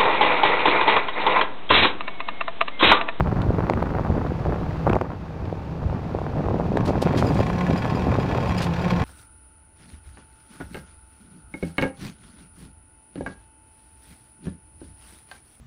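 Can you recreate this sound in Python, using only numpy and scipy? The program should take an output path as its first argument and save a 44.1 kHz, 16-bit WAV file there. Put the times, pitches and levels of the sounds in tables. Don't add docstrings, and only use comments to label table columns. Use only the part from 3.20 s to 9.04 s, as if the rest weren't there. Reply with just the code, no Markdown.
import sys
import numpy as np
from scipy import signal
from scipy.fft import rfft, irfft
from scipy.io import wavfile
from scipy.ndimage import uniform_filter1d

SR = 44100
rng = np.random.default_rng(int(sys.argv[2]) if len(sys.argv) > 2 else 0)


def waveform_to_disk(signal):
    frames = np.transpose(np.atleast_2d(signal))
    scaled = np.clip(frames, -1, 1) * 32767
    samples = np.round(scaled).astype(np.int16)
    wavfile.write(sys.argv[1], SR, samples)


N = 257544
TIME = np.arange(N) / SR
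FREQS = np.fft.rfftfreq(N, 1 / SR)

# time in seconds, level in dB before the offsets in each layer.
WIND = [(0, -32), (.7, -31.5), (.97, -29.5), (1.2, -39), (1.29, -33), (1.6, -40.5), (1.69, -29.5),
        (1.79, -36.5), (1.91, -38.5), (1.97, -49), (2.22, -41), (2.5, -43), (2.75, -39), (3.12, -37),
        (3.38, -32.5), (3.49, -36), (3.56, -30), (3.8, -33), (4.05, -26), (4.2, -31), (4.228, -35),
        (4.5, -34.5), (4.75, -33.5), (4.9, -32), (5.04, -33), (5.15, -26.5), (5.33, -36), (5.62, -32.5),
        (5.84, -24.5)]
# frequency in Hz, relative gain in dB.
RUMBLE_COLOUR = [(15, -12), (30, -11), (60, 2), (100, 4.5), (150, 0), (230, -9), (400, -20), (900, -68),
                 (6000, -110)]
# centre in seconds, level in dB.
THUMPS = [(.005, -17.5), (.19, -22), (.285, -20.5), (.905, -21), (1.29, -22), (1.75, -21), (2.66, -22),
          (2.73, -28), (3.29, -23), (3.87, -25), (4.2, -21.5), (4.52, -24), (4.9, -21.5), (5.3, -24.5),
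          (5.835, -26)]
# frequency in Hz, relative gain in dB.
FLUTTER_COLOUR = [(50, -18), (130, 5.5), (250, 2), (450, -3), (850, -9.5), (1300, -16), (2000, -28),
                  (3200, -51.5), (6000, -67.5), (15000, -52.5)]
# time in seconds, level in dB, centre in Hz.
POPS = [(.007, -4.5, 754), (.073, -16, 796), (.122, -18.5, 607), (.128, -12.5, 240), (.27, -16, 420),
        (0.306, -8.5, 380), (.394, -19, 775), (.406, -13, 710), (0.469, -19, 795), (0.4992, -4.5, 604),
        (.51, -9, 300), (0.5368, -13.5, 600), (.627, -6.5, 585), (.693, -21, 750), (.753, -19, 640),
        (0.7858, -13, 705), (0.796, -11, 576), (.869, -17.5, 654), (.903, -15, 112), (.94, -22, 694),
        (.956, -16, 570), (.973, -24, 480), (.9805, -11.5, 339), (1.03, -30, 774), (1.052, -17, 520),
        (1.1205, -14, 328), (1.253, -16.5, 725), (1.261, -16, 420), (1.269, -15, 560), (1.294, -15.5, 380),
        (1.324, -13, 690), (1.331, -14, 250), (1.344, -20, 780), (1.415, -17, 530), (1.6685, -4, 573),
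        (1.672, -12, 690), (1.6766, -4.5, 606), (1.695, -22, 900), (1.6994, -10, 750), (1.703, -7.5, 300),
        (1.7323, -8.5, 720), (1.736, -9.5, 252), (1.746, -11, 610), (1.7583, -9.5, 486),
        (1.7663, -4.5, 560), (1.788, -24, 776), (1.8134, -8.5, 714), (1.821, -13.5, 417),
        (1.903, -20.5, 520), (1.919, -25, 776), (2.328, -13, 398), (2.63, -23, 469), (2.699, -21.5, 706),
        (2.729, -17.5, 495), (2.95, -10, 440), (2.988, -16, 600), (3.017, -13.5, 470), (3.066, -16.5, 705),
        (3.169, -16.5, 250), (3.266, -16, 553), (3.286, -10.5, 600), (3.314, -14, 380), (3.344, -11, 457),
        (3.399, -7, 440), (3.408, -15, 590), (3.52, -10, 434), (3.557, -12, 330), (3.573, -6.5, 560),
        (3.636, -19, 448), (3.688, -13, 520), (3.698, -11, 450), (3.707, -7, 436), (3.779, -9, 360),
        (3.8266, -7.5, 477), (3.86, -13, 200), (3.866, -10.5, 484), (3.873, -11.5, 680),
        (3.938, -12.5, 545), (3.946, -10.5, 347), (4.0258, -4.5, 686), (4.037, -10.5, 400),
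        (4.057, -17, 396), (4.079, -10, 200), (4.158, -18, 420), (4.193, -10, 500), (4.202, -14, 550),
        (4.207, -6.5, 396), (4.302, -12, 684), (4.5, -11.5, 222), (4.512, -9, 455), (4.535, -13, 200),
        (4.655, -11.5, 680), (4.773, -13, 597), (4.87, -12.5, 450), (4.907, -12, 164), (4.927, -10.5, 581),
        (4.9545, -12.5, 710), (4.987, -7.5, 343), (5.15, -13, 655), (5.185, -12.5, 610), (5.296, -14, 750)]
# time in seconds, pitch in Hz, level in dB.
HUM = [(0, 180.7, -30), (0.701, 174.5, -36.5), (1.55, 162.1, -32.5), (1.95, 161.6, -39.5), (2.4, 160, -35),
       (2.801, 157, -37), (3.3, 147.8, -34), (3.55, 198.4, -29.5), (4.152, 180.1, -35), (4.28, 178, -30),
       (4.52, 173.3, -24), (4.66, 176.9, -36), (4.85, 177.2, -36.5), (5.1, 178.2, -45),
       (5.35, 176.8, -28.5), (5.55, 175.8, -29.5), (5.73, 175.2, -21), (5.84, 178.4, -29)]
# multiple of the pitch, relative level in dB.
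HUM_ORDERS = [(1, -5), (2, -22.5), (3, -23.5), (5, -23.5)]
# time in seconds, hiss level in dB before ROLL_LIFT_DB.
ROLLING = [(0, -61.5), (.8, -61), (1.7, -59.5), (1.85, -65), (2.7, -62.5), (3.45, -60), (5.84, -53)]
# frequency in Hz, relative gain in dB.
ROLL_COLOUR = [(200, 21.5), (850, 20), (1400, 11), (2200, 4.5), (2550, 6), (3100, 0.5), (3750, -0.5),
               (4150, -2.5), (4550, -2), (5100, -6), (5900, -9), (7300, -15), (7750, -18.5), (8600, -18.5),
               (15500, -27.5)]
# centre in Hz, width in Hz, nominal relative strength in dB.
FRAME_MODES = [(465, 81, 8), (562, 32, 4.5), (747, 25, 12), (895, 16, 12.5), (1064.6, 37, 11.5),
               (1452, 35, 4.5), (1716, 35, 8.5), (1970, 140, 4.5), (2346, 174, 7), (2620, 74, 5.5),
               (3280, 56, 4.5), (3710, 49, 3), (4100, 70, 0.5), (4380, 24, 2.5), (4830, 70, -2.5),
               (5800, 210, 3.5), (6880, 130, 6)]
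# frequency in Hz, relative gain in dB.
FRAME_COLOUR = [(200, -13.5), (450, 5.5), (900, 3.5), (1400, 1), (2100, -7), (2600, -5), (3000, -9),
                (4900, -17.5), (6200, -25), (7000, -28.5), (7900, -24), (10000, -30.5), (15500, -30)]
# start in seconds, level in dB, decay in seconds, brightness in dB per octave.
SCRAPES = [(0.217, -28, 0.0019, -7.5), (1.066, -28, 0.0043, -12.5), (1.698, -42, 0.00035, -7),
           (2.252, -36, 0.0037, -8.5), (3.566, -37, 0.011, -7.5), (3.651, -38.5, 0.014, -1),
           (3.675, -39, 0.015, -2.5), (3.817, -35, 0.011, 0.5), (3.96, -46, .008, 0),
           (3.971, -32.5, 0.02, -2.5), (3.986, -42, 0.016, -1.5), (4.02, -51, 0.56, 1),
           (4.142, -46, 0.011, -1), (4.161, -33, 0.031, -9), (5.382, -32.5, 0.02, -4.5),
           (5.403, -23.5, 0.0071, -8.5), (5.418, -36.5, 0.014, 1.5), (5.441, -45, 0.014, 0)]
# frequency in Hz, relative gain in dB.
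SCRAPE_COLOUR = [(600, -4), (1800, 3), (3600, 2.5), (4700, 1.5), (6000, -4), (8500, -9.5), (12000, -14.5),
                 (15500, -25)]
# start in seconds, level in dB, ring in Hz.
JOINTS = [(.4982, -15, 2100), (.5357, -22, 2000), (.627, -26, 2100), (1.6965, -21.5, 2300),
          (1.7322, -21, 2500), (1.7542, -24, 2000), (1.813, -24, 2100), (3.5715, -15.5, 1700)]
# time in seconds, reference level in dB for slaps, grind and singing.
BEND = [(3.3, -70), (3.6, -58), (3.8, -43), (4.05, -40.5), (4.9, -40.5), (5.2, -35), (5.5, -42.5),
        (5.84, -36.5)]
# centre in seconds, level of the force in dB before the frame colours it.
CLACKS = [(3.607, -29), (3.781, -30), (3.856, -25), (3.884, -22.5), (3.927, -22), (3.95, -24), (4.074, -26),
          (4.205, -20.5), (4.231, -26), (4.267, -22.5), (4.3, -25), (4.331, -24.5), (4.386, -22.5),
          (4.41, -21), (4.446, -27), (4.468, -24), (4.505, -24), (4.531, -25.5), (4.563, -23.5),
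          (4.582, -23), (4.624, -22), (4.647, -22), (4.678, -24), (4.702, -20), (4.751, -37),
          (4.795, -24.5), (4.822, -23), (4.845, -26.5), (4.92, -29), (4.941, -22.5), (4.964, -25.5),
          (5.001, -23), (5.029, -23), (5.062, -27), (5.09, -25), (5.116, -21.5), (5.149, -26),
          (5.173, -23.5), (5.205, -23), (5.235, -30), (5.295, -23), (5.321, -24.5), (5.348, -22),
          (5.404, -31), (5.469, -23.5), (5.539, -24), (5.562, -24.5), (5.592, -23.5), (5.622, -29),
          (5.645, -20.5), (5.682, -26), (5.706, -15.5), (5.764, -16.5), (5.799, -20.5), (5.821, -20.5)]
# centre in Hz, width in Hz, relative level in dB.
RAIL_MODES = [(2590, 270, 2.5), (3206, 51, -5), (4900, 180, 1.5), (7000, 270, -11), (9400, 370, -17.5),
              (12200, 200, -21.5)]
# centre in seconds, level in dB before SQUEAK_DB, half length in seconds,
# brightness in dB per octave.
SLIPS = [(4.078, -40.5, 0.019, 3), (4.197, -45, 0.021, 4), (4.535, -45, .008, 2), (4.582, -39, 0.015, 3),
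         (4.628, -49, 0.012, -2), (4.66, -45, .008, 2), (4.706, -42, 0.0073, -5), (4.76, -42, 0.012, 1),
         (5.017, -45, 0.013, 2), (5.292, -44, 0.013, 3), (5.383, -37, 0.012, 2), (5.627, -43, .012, 3),
         (5.713, -44, .012, -3)]

RUMBLE_DB, RUMBLE_FOLLOW = -12, 0.52
RUMBLE_SWAY_DB, RUMBLE_SWAY_HZ = 2.1, 14
THUMP_S = 0.02
FLUTTER_SWAY_DB, FLUTTER_SWAY_HZ = 1.6, 18
KNOT_DB = -26
KNOT_LEAD_S, KNOT_TAIL_S = 0.009, 0.009
CRACK_DB, CRACK_RATIO, CRACK_ABOVE_HZ = -13.5, 2.8, 700
ROLL_LIFT_DB = 2.0
SCRAPE_STUTTER_DB = 1.6
JOINT_DECAY_S, JOINT_GRIT_DB = .0008, -11
TURN_HZ = 36.2
SLAP_DB, SLAP_SPREAD_DB = 9, 3.5
SLAP_JITTER_S = 0.0065
CONTACT_RISE_S, CONTACT_FALL_S = .0034, 0.0074
CONTACT_SPREAD = 1.4
KNOCK_DB, GRIND_DB = -1.0, -7.5
SING_DB, SQUEAK_DB = -18, -8.5
EDGE_HZ = 15800


def amp(db):
    return 10 ** (np.asarray(db) / 20)


def curve(rows):
    return np.interp(TIME, *np.transpose(rows))


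def colour(points):
    hz, db = np.transpose(points)
    return amp(np.interp(np.log(FREQS + 1), np.log(hz), db))


def lowpassed(x, gain):
    return irfft(rfft(x) * gain, N)


def shaped(x, gain):
    cepstrum = irfft(np.log(np.maximum(gain, 1e-6)), N)
    cepstrum[1:N // 2] *= 2
    cepstrum[N // 2 + 1:] = 0
    response = irfft(np.exp(rfft(cepstrum)), N)[:4096]
    return signal.oaconvolve(x, response)[:N]


def evened(x, band=(0, SR)):
    inside = lowpassed(x, (FREQS >= band[0]) & (FREQS <= band[1]))
    return x / (inside.std() + 1e-12)


def levelled(x, size):
    return x / np.sqrt(uniform_filter1d(x ** 2, size=size) + 1e-12)


def wander(hz):
    return evened(lowpassed(rng.standard_normal(N), np.exp(-(FREQS / hz) ** 2)))


def add(mix, s, sound):
    part = mix[max(round(s * SR), 0):][:len(sound)]
    part += sound[:len(part)]


def bell(s, half_s, limit):
    return np.exp(-np.minimum(((TIME - s) / half_s) ** 2, limit))


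def swells(events, half_s):
    return sum(amp(db) ** 2 * bell(s, half_s, 40) for s, db in events)


def rumble():
    air = shaped(rng.standard_normal(N), colour(RUMBLE_COLOUR))
    deep = lowpassed(air, 1 / (1 + (FREQS / 70) ** 4))
    deep_db = np.interp(TIME, [.9, 1.6, 3.2, 3.9, 5.0, 5.7], [6.0, 5, 3, -3.5, -8.5, -1.0])
    air = air + deep * (amp(deep_db) - 1)
    air = evened(levelled(air, size=3000), band=(30, 150))
    sway_db = RUMBLE_SWAY_DB * wander(hz=RUMBLE_SWAY_HZ)
    steady = amp(RUMBLE_DB + RUMBLE_FOLLOW * curve(WIND) + sway_db)
    return air * np.sqrt(steady ** 2 + swells(THUMPS, THUMP_S))


def eddy(t, hz, skew, steep=3.53):
    return (np.exp(2j * np.pi * skew) / (1 - 2j * np.pi * hz * t / steep) ** (steep + 1)).real


def knots():
    power = np.zeros(N)
    t = np.arange(-SR // 10, SR // 10) / SR
    shape = np.exp(np.minimum(t / KNOT_LEAD_S, -t / KNOT_TAIL_S))
    for s, db, _ in POPS:
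        add(power, s + t[0], (amp(db + KNOT_DB) * shape[s + t >= 0]) ** 2)
    return np.sqrt(power)


def buffeting():
    puffs = np.zeros(N)
    t = np.arange(-400, 401) / SR
    for hz in np.geomspace(150, 1500, num=8):
        hits = (rng.random(N) < 110 / SR) * rng.uniform(-1.48, 1, N)
        puffs += signal.oaconvolve(hits, eddy(t, hz, rng.random()), "same") * (hz / 500) ** 0.76
    spectrum = rfft(puffs)
    smooth = np.sqrt(uniform_filter1d(abs(spectrum) ** 2, size=1500).clip(0))
    grain = evened(irfft(spectrum / (smooth + smooth.max() * 1e-4), N))
    clumps = amp(2.35 * wander(hz=78.6))
    turbulence = (grain + amp(-5.0) * rng.standard_normal(N)) * clumps
    flutter = levelled(shaped(turbulence, colour(FLUTTER_COLOUR)), size=3500)
    flutter = evened(flutter, band=(250, 1100))
    crisp = flutter - lowpassed(flutter, 1 / (1 + (FREQS / 1100) ** 4))
    facing_db = np.interp(TIME, [1.1, 2.0, 3.5, 5.0], [4.5, 5.5, -3, -3.5])
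    sheltered_db = np.interp(TIME, [1.0, 3.0, 4.2, 4.9, 5.4], [0.0, 2.0, 1.8, 2.5, -9.5])
    sway_db = FLUTTER_SWAY_DB * wander(hz=FLUTTER_SWAY_HZ)
    steady = amp(curve(WIND) + sheltered_db + sway_db)
    return flutter * np.hypot(steady, knots()) + crisp * (amp(facing_db) - 1) * steady


def pops():
    out = np.zeros(N)
    t = np.arange(-300, 900) / SR
    fade = signal.windows.tukey(len(t), .2)
    for s, db, hz in POPS:
        tick = amp(-39.0) * (hz / 700) * np.exp(-abs(t) / 0.00016) * rng.standard_normal(len(t))
        skew = rng.choice([.25, .75]) + rng.uniform(-0.049, 0.049)
        crack_gain = amp(CRACK_DB) / (1 + (CRACK_ABOVE_HZ / hz) ** 20)
        crack = crack_gain * eddy(t, hz * CRACK_RATIO, skew, steep=7.4)
        add(out, s + t[0], amp(db) * (eddy(t, hz, skew) + crack + tick) * fade)
    return out


def hum():
    s, pitch, level = np.transpose(HUM)
    waver = 1 + 0.02557 * wander(hz=21.8)
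    turns = np.cumsum(np.interp(TIME, s, pitch) * waver) / SR
    tone = sum(amp(db) * np.sin(2 * np.pi * round(k) * turns) for k, db in HUM_ORDERS)
    return evened(tone * amp(3.5 * wander(hz=22))) * amp(np.interp(TIME, s, level))


def ringing(modes):
    return sum(amp(db) ** 2 / (1 + (2 * (FREQS - hz) / width) ** 2) for hz, width, db in modes)


def rolling():
    gain = colour(ROLL_COLOUR) * np.sqrt(1 + 0.14 * ringing(FRAME_MODES))
    hiss = shaped(rng.standard_normal(N) * amp(0.93 * wander(hz=120)), gain)
    return evened(hiss, band=(3200, 7000)) * amp(curve(ROLLING) + ROLL_LIFT_DB)


def scrapes():
    out = np.zeros(N)
    stutter = amp(1.2 * wander(hz=300) + SCRAPE_STUTTER_DB * wander(hz=80))
    grit = rfft(rng.standard_normal(N) * stutter) * colour(SCRAPE_COLOUR)
    octaves = np.log2(np.maximum(FREQS, 500) / 4000)
    for s, db, decay, bright_db in SCRAPES:
        age = np.maximum(TIME - s, 0)
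        stroke = (1 - np.exp(-age / 0.0057)) * np.exp(-np.minimum(age / decay, 20))
        slide = evened(irfft(grit * amp(bright_db * octaves), N))
        out += amp(db) * stroke / stroke.max() * slide
    return out


def joints():
    out = np.zeros(N)
    t = np.arange(600) / SR
    blow = (1 - np.exp(-t / 0.00016)) * np.exp(-t / JOINT_DECAY_S)
    for s, db, hz in JOINTS:
        grit = signal.lfilter(*signal.butter(2, 3000, fs=SR), rng.standard_normal(len(t)))
        ring = np.sin(2 * np.pi * hz * t) + amp(JOINT_GRIT_DB) * grit / grit.std()
        add(out, s, amp(db) * ring * blow / blow.max())
    return out


def frame(force, vary_db=4):
    modes = [(hz, width, db + vary_db * rng.uniform(-1.2, 1)) for hz, width, db in FRAME_MODES]
    gain = colour(FRAME_COLOUR) * np.sqrt(0.21 + ringing(modes))
    return shaped(force, gain / np.sqrt(np.mean(gain ** 2)))


def slaps():
    rows = list(CLACKS)
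    for (start, _), (end, _) in zip(CLACKS, CLACKS[1:]):
        turns = max(round((end - start) * TURN_HZ), 1)
        for s in np.linspace(start, end, turns + 1)[1:-1]:
            level_db = np.interp(s, *np.transpose(BEND)) + SLAP_DB
            rows.append((s + SLAP_JITTER_S * rng.uniform(-1.2, 1), level_db))
    return rows


def asperities(per_s):
    return evened(rng.standard_normal(N) * (0.075 + (rng.random(N) < per_s / SR)))


def chatter():
    spots = 4
    chance = rng.uniform(-1, 1, (200, 3))
    pressure = np.zeros((spots, N))
    t = np.arange(-600, 1400) / SR
    side_s = np.where(t < 0, CONTACT_RISE_S, CONTACT_FALL_S)
    for k, ((s, db), (luck, place, length)) in enumerate(zip(slaps(), chance)):
        contact = np.exp(-(t / side_s / CONTACT_SPREAD ** length) ** 2)
        spread_db = SLAP_SPREAD_DB * luck * (k >= len(CLACKS))
        spot = int((place + 1) / 2 * spots)
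        add(pressure[spot], s + t[0], amp(db + spread_db) * contact)
    knocks = sum(frame(p * asperities(per_s=1600)) for p in pressure)
    hardness = [(300, -11), (1000, -5), (1800, -0.5), (2500, -5.5), (4000, 2.5), (7000, -1), (12000, -4.0)]
    knocks = shaped(knocks, colour(hardness))
    crackle = asperities(per_s=600) * amp(3.5 * wander(hz=110))
    grind = evened(frame(crackle, vary_db=1), band=(1600, 3000))
    return grind * amp(curve(BEND) + GRIND_DB) + amp(KNOCK_DB) * knocks


def squeaks():
    out = np.zeros(N)
    load = amp(curve(BEND) + SING_DB)
    for hz, width, mode_db in RAIL_MODES:
        band = lowpassed(rng.standard_normal(N), 1 / (1 + ((FREQS - hz) / width) ** 2))
        drift = np.cumsum(hz * .007 * wander(hz=14.4)) / SR
        tone = evened((signal.hilbert(band) * np.exp(2j * np.pi * drift)).real)
        octaves = np.log2(hz / 5000)
        rub = sum(amp(db + bright_db * octaves) * bell(s, half_s, 20)
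                  for s, db, half_s, bright_db in SLIPS)
        out += amp(mode_db) * tone * (rub + load)
    stutter = amp(3 * wander(hz=130))
    return amp(SQUEAK_DB) * out * stutter


def scene():
    wind = rumble() + buffeting() + pops()
    wheels = hum() + rolling() + joints()
    rail = scrapes() + chatter() + squeaks()
    return (wind + wheels + rail)[None]


def record(dry):
    taps = signal.firwin(511, EDGE_HZ, window=("kaiser", 9), fs=SR)
    return signal.oaconvolve(dry, taps[None], "same")


dry = scene()
out = record(dry)
waveform_to_disk(out)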